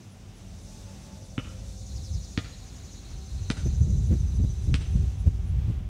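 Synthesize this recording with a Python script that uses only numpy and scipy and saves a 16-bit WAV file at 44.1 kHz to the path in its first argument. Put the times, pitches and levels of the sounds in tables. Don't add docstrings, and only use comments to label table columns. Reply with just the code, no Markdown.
import sys
import numpy as np
from scipy import signal
from scipy.fft import rfft, irfft, next_fast_len
from scipy.io import wavfile
from scipy.ndimage import uniform_filter1d

SR = 44100
rng = np.random.default_rng(int(sys.argv[2]) if len(sys.argv) > 2 else 0)


def int16_out(signal):
    q = np.round(np.clip(np.atleast_2d(signal).T, -1, 1) * 32767)
    wavfile.write(sys.argv[1], SR, q.astype(np.int16))


N = 259737
TIME = np.arange(N) / SR


def undb(db):
    return 10 ** (np.asarray(db) / 20)


def unit(x):
    return x / np.sqrt(np.mean(x ** 2))


def curve(table):
    return np.interp(TIME, *np.transpose(table))


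def add(track, at_s, sound):
    start = max(int(at_s * SR), 0)
    track[start:start + len(sound)] += sound[:max(N - start, 0)]


def gains(spectrum, size):
    hz, db = np.transpose(spectrum)
    bins_hz = np.maximum(np.fft.rfftfreq(size, 1 / SR), 1)
    return undb(np.interp(np.log(bins_hz), np.log(hz), db))


def noise(spectrum, size=N):
    padded = next_fast_len(size)
    white = rfft(rng.standard_normal(padded))
    return unit(irfft(white * gains(spectrum, padded), padded)[:size])


def click(spectrum, size=512):
    cepstrum = irfft(np.log(gains(spectrum, size)))[:size // 2]
    cepstrum[1:] *= 2
    return irfft(np.exp(rfft(cepstrum, size)))


def lowpass(x, hz, order=2):
    return signal.sosfilt(signal.butter(order, min(hz, SR / 2 - 1000), fs=SR, output="sos"), x)


def band(hz, width_hz):
    phase = 2 * np.pi * np.cumsum(hz + np.zeros(N)) / SR
    i, q = lowpass(rng.standard_normal((2, N)), width_hz / 2, order=3)
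    return unit(i * np.cos(phase) + q * np.sin(phase))


def drift(rate_hz):
    step = int(SR / rate_hz)
    stairs = np.repeat(rng.standard_normal(N // step + 1), step)
    return unit(uniform_filter1d(stairs, step)[:N])


def steady(x, window_s):
    return x / np.sqrt(uniform_filter1d(x ** 2, int(window_s * SR)) + 1e-9)


def ring(modes, t, detune=0, uneven_db=0):
    out = 0
    for k, (hz, db, t60_s) in enumerate(modes):
        level_draw, pitch_draw = rng.standard_normal(2)
        envelope = undb(db + uneven_db * level_draw - 60 * t / t60_s)
        out += (-1) ** (k + 1) * envelope * np.sin(2 * np.pi * hz * (1 + detune * pitch_draw) * t)
    return out


def resonate(x, hz, q):
    return signal.lfilter(*signal.iirpeak(hz, q, fs=SR), x)


def smear(x, hz, width_hz, depth=2):
    return x - depth * resonate(x, hz, hz / width_hz)


def leaves(level_db=-60, rise_db_per_s=0.35, flutter_db=1.5):
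    spectrum = [(300, 7), (1000, 6.5), (1400, 4), (1900, 2.5), (2600, 4), (3400, 2), (4500, -5),
                (6000, -5.5), (9000, -12.5), (11000, -15), (16000, -17)]
    return undb(level_db + rise_db_per_s * TIME + flutter_db * drift(6.9)) * noise(spectrum)


def traffic(road_db=-49.5, hum_db=-2, width_hz=13):
    tones = [(98.2, -46.5, 1, 4.6), (192.8, -52, 1.23, 0.91), (385.6, -58.5, 4.35, 1.06),
             (522, -60, 1.73, 0.5), (563, -62, 1.16, 0.34), (624, -65, 1.14, 0.37), (671, -69, 1.2, 1.3),
             (763, -67.5, 4.3, 3.5), (870, -65, 0.98, 0.29)]
    road = [(30, -22), (60, -1.5), (110, 3.5), (200, 1), (300, -8), (500, -14.5), (800, -20), (1200, -40.5),
            (2500, -49.5)]
    hum = 0
    for hz, db, peak_s, span_s in tones:
        swell = 1 / np.sqrt(1 + ((TIME - peak_s) / span_s) ** 4)
        hum += swell * undb(db) * band(hz, width_hz)
    return undb(hum_db) * hum + undb(road_db) * noise(road)


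def grass_insect(hz=9850, width_hz=480, sigma_s=0.017, gain_db=-2, stroke_hz=105):
    bouts = [(.115, .76, .26, -64.5), (1.02, 1.39, .245, -64.5), (2.095, 2.46, .24, -65),
             (3.8, 5.63, .281, -63.5)]
    envelope = 0
    for start_s, end_s, period_s, db in bouts:
        for at_s in np.arange(start_s, end_s, period_s):
            t = TIME - at_s
            strokes = np.cos(np.pi * stroke_hz * t) ** 2
            envelope += undb(db) * np.exp(-(t / sigma_s) ** 2 / 2) * unit(strokes)
    return undb(gain_db) * envelope * band(hz, width_hz)


def cicada_rhythm(first_s=0.127, rate_hz=10.9, hurry_s=2.14, hurry_hz_per_s=1.15):
    hurry_hz = hurry_hz_per_s * np.maximum(TIME - hurry_s, 0)
    count = np.cumsum(rate_hz + hurry_hz) / SR - first_s * rate_hz
    cycle = (count + 0.5) % 1 - 0.5
    return hurry_hz, cycle, np.cos(2 * np.pi * cycle) / 2


def far_cicadas(flicker_db=1, attack_s=0.14, release_s=0.17):
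    spectrum = [(2800, -47), (3500, -1.5), (4000, -5), (4800, -4), (5600, -1), (6200, -1), (6800, -2),
                (7500, -4), (8200, -6.5), (9500, -9), (10500, -14.5), (15000, -24.5)]
    swell = [(0, -64), (.3, -63), (.7, -56.5), (1.1, -58.5), (2.1, -55.5), (3.2, -58.5), (4.7, -58),
             (5.2, -60.5), (5.89, -75)]
    drones = [(1.9, 2.66, 4130, 600, -62.5, 11), (2.92, 3.7, 4100, 610, -61, 8.5),
              (3.9, 4.9, 3930, 310, -68.5, 10), (1.85, 3, 6780, 410, -61, -3),
              (3.4, 4.03, 6780, 1000, -61, -6)]
    out = undb(curve(swell) + flicker_db * drift(25.09)) * noise(spectrum)
    _, _, pulse = cicada_rhythm()
    for start_s, end_s, hz, width_hz, db, throb_db in drones:
        attack = np.exp(-np.maximum(start_s - TIME, 0) / attack_s)
        release = np.exp(-np.maximum(TIME - end_s, 0) / release_s)
        level_db = db - throb_db * pulse + flicker_db * drift(16)
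        out += attack * release * undb(level_db) * band(hz, width_hz)
    return out


def near_cicada(buzz_hz=5400, sweep_hz=3100, abdomen_hz=6080, depth_db=10, uneven_db=-2,
                fade_s=5.43, fade_db_per_s=20):
    effort = [(0.0, -70), (0.28, -76), (0.59, -67), (1.66, -66), (2.2, -53.5), (2.43, -65), (2.71, -62.5),
              (2.95, -57.5), (3.28, -61), (3.66, -55.5), (4.18, -62), (4.62, -60), (4.95, -65.5),
              (5.89, -77)]
    effort_db = curve(effort) - fade_db_per_s * np.maximum(TIME - fade_s, 0)
    hurry_hz, cycle, pulse = cicada_rhythm()
    buckle_hz = 390 + 10 * drift(13)
    tymbal = 1 + 0.25 * np.cos(2 * np.pi * np.cumsum(buckle_hz) / SR)
    buzz = band(buzz_hz - sweep_hz * cycle, width_hz=1350) * tymbal
    buzz *= undb(depth_db * pulse + uneven_db * drift(24))
    abdomen = band(abdomen_hz, width_hz=330) * undb(depth_db * pulse + uneven_db * drift(13))
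    buzz_db, abdomen_db = 1 - 5 * hurry_hz, -1 + 0.8 * hurry_hz
    return undb(effort_db) * (undb(buzz_db) * unit(buzz) + undb(abdomen_db) * unit(abdomen))


def wind(gale_db=-2, crossover_db=-30, rise_s=0.053, fall_s=0.058):
    base = [(0, -63), (.5, -43), (1.2, -47.5), (1.5, -41), (3.25, -44), (3.55, -33.5), (3.85, -20.5),
            (4.2, -21), (4.55, -29), (5.75, -27), (5.89, -32.5)]
    gusts = [(.22, -49), (1.68, -37), (1.98, -33), (2.16, -28), (3.15, -36.5), (3.39, -29), (3.68, -24.5),
             (4.43, -23), (4.72, -20.5), (4.99, -19.5), (5.56, -22.5)]
    breeze = [(15, -37), (30, -37), (42, 7), (58, 4), (100, -1), (150, -16.5), (220, -21.5), (350, -38),
              (600, -48), (1100, -85)]
    gale = [(15, -56), (30, -12), (45, -7.5), (62, 7), (88, -0.5), (125, -6), (170, -11), (250, -29.5),
            (400, -35.5), (700, -52), (1500, -102)]
    power = undb(curve(base)) ** 2
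    for peak_s, db in gusts:
        width_s = np.where(TIME < peak_s, rise_s, fall_s)
        power += undb(db) ** 2 * np.exp(-((TIME - peak_s) / width_s) ** 2)
    gale_share = power / (power + undb(crossover_db) ** 2)
    light = np.sqrt(1 - gale_share) * steady(noise(breeze), window_s=0.0915)
    strong = np.sqrt(gale_share) * steady(noise(gale), window_s=0.0572)
    return np.sqrt(power) * (light + undb(gale_db) * strong)


def eddies(gain_db=-4.5):
    # centre t/s, length/s, level/dB, swing f/Hz, rumble/dB re swing
    strikes = [(3.667, 0.0314, -21.5, 107.5, -6), (3.816, .036, -13.5, 91.6, -23),
               (4.128, 0.084, -21.5, 74, -3), (4.406, 0.051, -23.5, 93.6, -4),
               (4.444, 0.028, -19, 112, -10), (4.69, 0.062, -21, 85, -14.5), (4.73, 0.036, -18, 115, -15),
               (4.968, 0.091, -18, 56.8, -13.5), (5.275, 0.043, -11.5, 76.7, -12),
               (5.697, 0.071, -23.5, 113.2, -9)]
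    spectrum = [(50, -28), (110, -7), (170, 5.5), (260, -2), (360, -12.5), (550, -23.5), (1000, -42.5),
                (2000, -45.5), (6000, -51), (10000, -58), (12500, -57), (16000, -65)]
    out = np.zeros(N)
    for at_s, length_s, db, swing_hz, rumble_db in strikes:
        size = int(length_s * SR)
        window = np.hanning(size)
        swing = unit(np.sin(2 * np.pi * (swing_hz * TIME[:size] + rng.random())) * window)
        rumble = unit(noise(spectrum, size=SR // 2)[:size] * window)
        add(out, at_s - length_s / 2, undb(db + gain_db) * (swing + undb(rumble_db) * rumble))
    return out


def echoes(x):
    scatter = [(100, -5), (300, -15), (600, 9.5), (1300, -2), (2800, 2), (4500, 0.5), (9000, 7.5),
               (16000, -8)]
    wall = [(300, -8), (900, 0), (1400, -0.5), (1900, -3), (2900, -2), (4000, -1.5), (9000, 4)]
    # spectrum, level/dB, delay/s, t60/s
    court = (scatter, -6, 0.0074, 0.08)
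    building = (wall, -10, 0.066, 0.31)
    trees = (scatter, -11, 0.0074, 0.92)
    response = np.zeros(N)
    for spectrum, db, delay_s, t60_s in (court, building, trees):
        burst = unit(noise(spectrum, size=SR) * undb(-60 * TIME[:SR] / t60_s))
        spectrum_gain = np.sqrt(np.mean(gains(spectrum, SR) ** 2) / SR)
        add(response, delay_s, undb(db) * spectrum_gain * burst)
    return signal.fftconvolve(x, response[:SR])


def bounce(slap_db, thump_db, cutoff_hz, skin_hz, knock_hz, ping_db, ping_hz,
           click_db=1, grit_db=-35, grit_t60_s=0.069, knock_db=-2,
           favour_db=6, cavity_db=-41, flex_delay_s=0.00068):
    impact = [(250, 8.5), (550, -10.5), (900, -8.5), (1400, -0.5), (2200, -1), (3200, -0.5), (5000, -5),
              (7000, -14.5), (9000, -12), (11000, -20), (16000, -21)]
    cavity = [(1215, -11.5, 0.16), (1390, -3, 0.083), (1990, -13, 0.044), (2360, 2.5, 0.016),
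              (2960, 1.5, 0.059)]
    shell = [(116, 0.5, 0.037), (278, -3.5, 0.046), (430, -17, 0.041), (505, -17, 0.031)]
    t = TIME[:SR // 4]
    slap = np.zeros(len(t))
    add(slap, 0, undb(click_db) * click(impact))
    slap = smear(slap, skin_hz, width_hz=900)
    slap = smear(slap, skin_hz, width_hz=460, depth=2.27)
    slap += undb(grit_db - 60 * t / grit_t60_s) * noise(impact, size=len(t))
    slap += undb(knock_db) * resonate(slap, knock_hz, q=4)
    modes = [(hz, db + favour_db * np.exp(-((hz - ping_hz) / 110) ** 2), t60_s)
             for hz, db, t60_s in cavity]
    ping = undb(cavity_db + ping_db) * ring(modes, t, detune=0.01, uneven_db=1.5)
    thump = ring(shell, np.maximum(t - flex_delay_s, 0))
    return undb(slap_db) * lowpass(slap + ping, cutoff_hz, order=6) + undb(thump_db) * thump


def dribble():
    # t/s, slap/dB, thump/dB, cutoff/Hz, skin/Hz, knock/Hz, ping/dB, ping/Hz, echo/dB
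    landings = [(1.3793, -3, -17.5, 3240, 3080, 1430, 1.5, 1380, 1.5),
                (2.376, 0, -14.5, 6400, 4120, 1900, 1.5, 1193, -1),
                (3.5019, 1, -14, 9300, 3600, 1420, -10, 1380, -0.5),
                (4.7421, 0, -20.5, 8960, 3870, 2780, -6, 1380, -1.5)]
    out = np.zeros(N)
    for at_s, *blow, echo_db in landings:
        direct = bounce(*blow)
        add(out, at_s, direct)
        add(out, at_s, undb(echo_db) * echoes(direct))
    return out


def scene():
    background = leaves() + traffic() + grass_insect() + far_cicadas() + near_cicada()
    return (background + wind() + eddies() + dribble())[None]


def record(dry, low_hz=28, top_hz=15700):
    low_cut = signal.butter(2, low_hz, "high", fs=SR, output="sos")
    top_cut = signal.ellip(10, 0.2, 80, top_hz, fs=SR, output="sos")
    return signal.sosfilt(top_cut, signal.sosfilt(low_cut, dry))


dry = scene()
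out = record(dry)
int16_out(out)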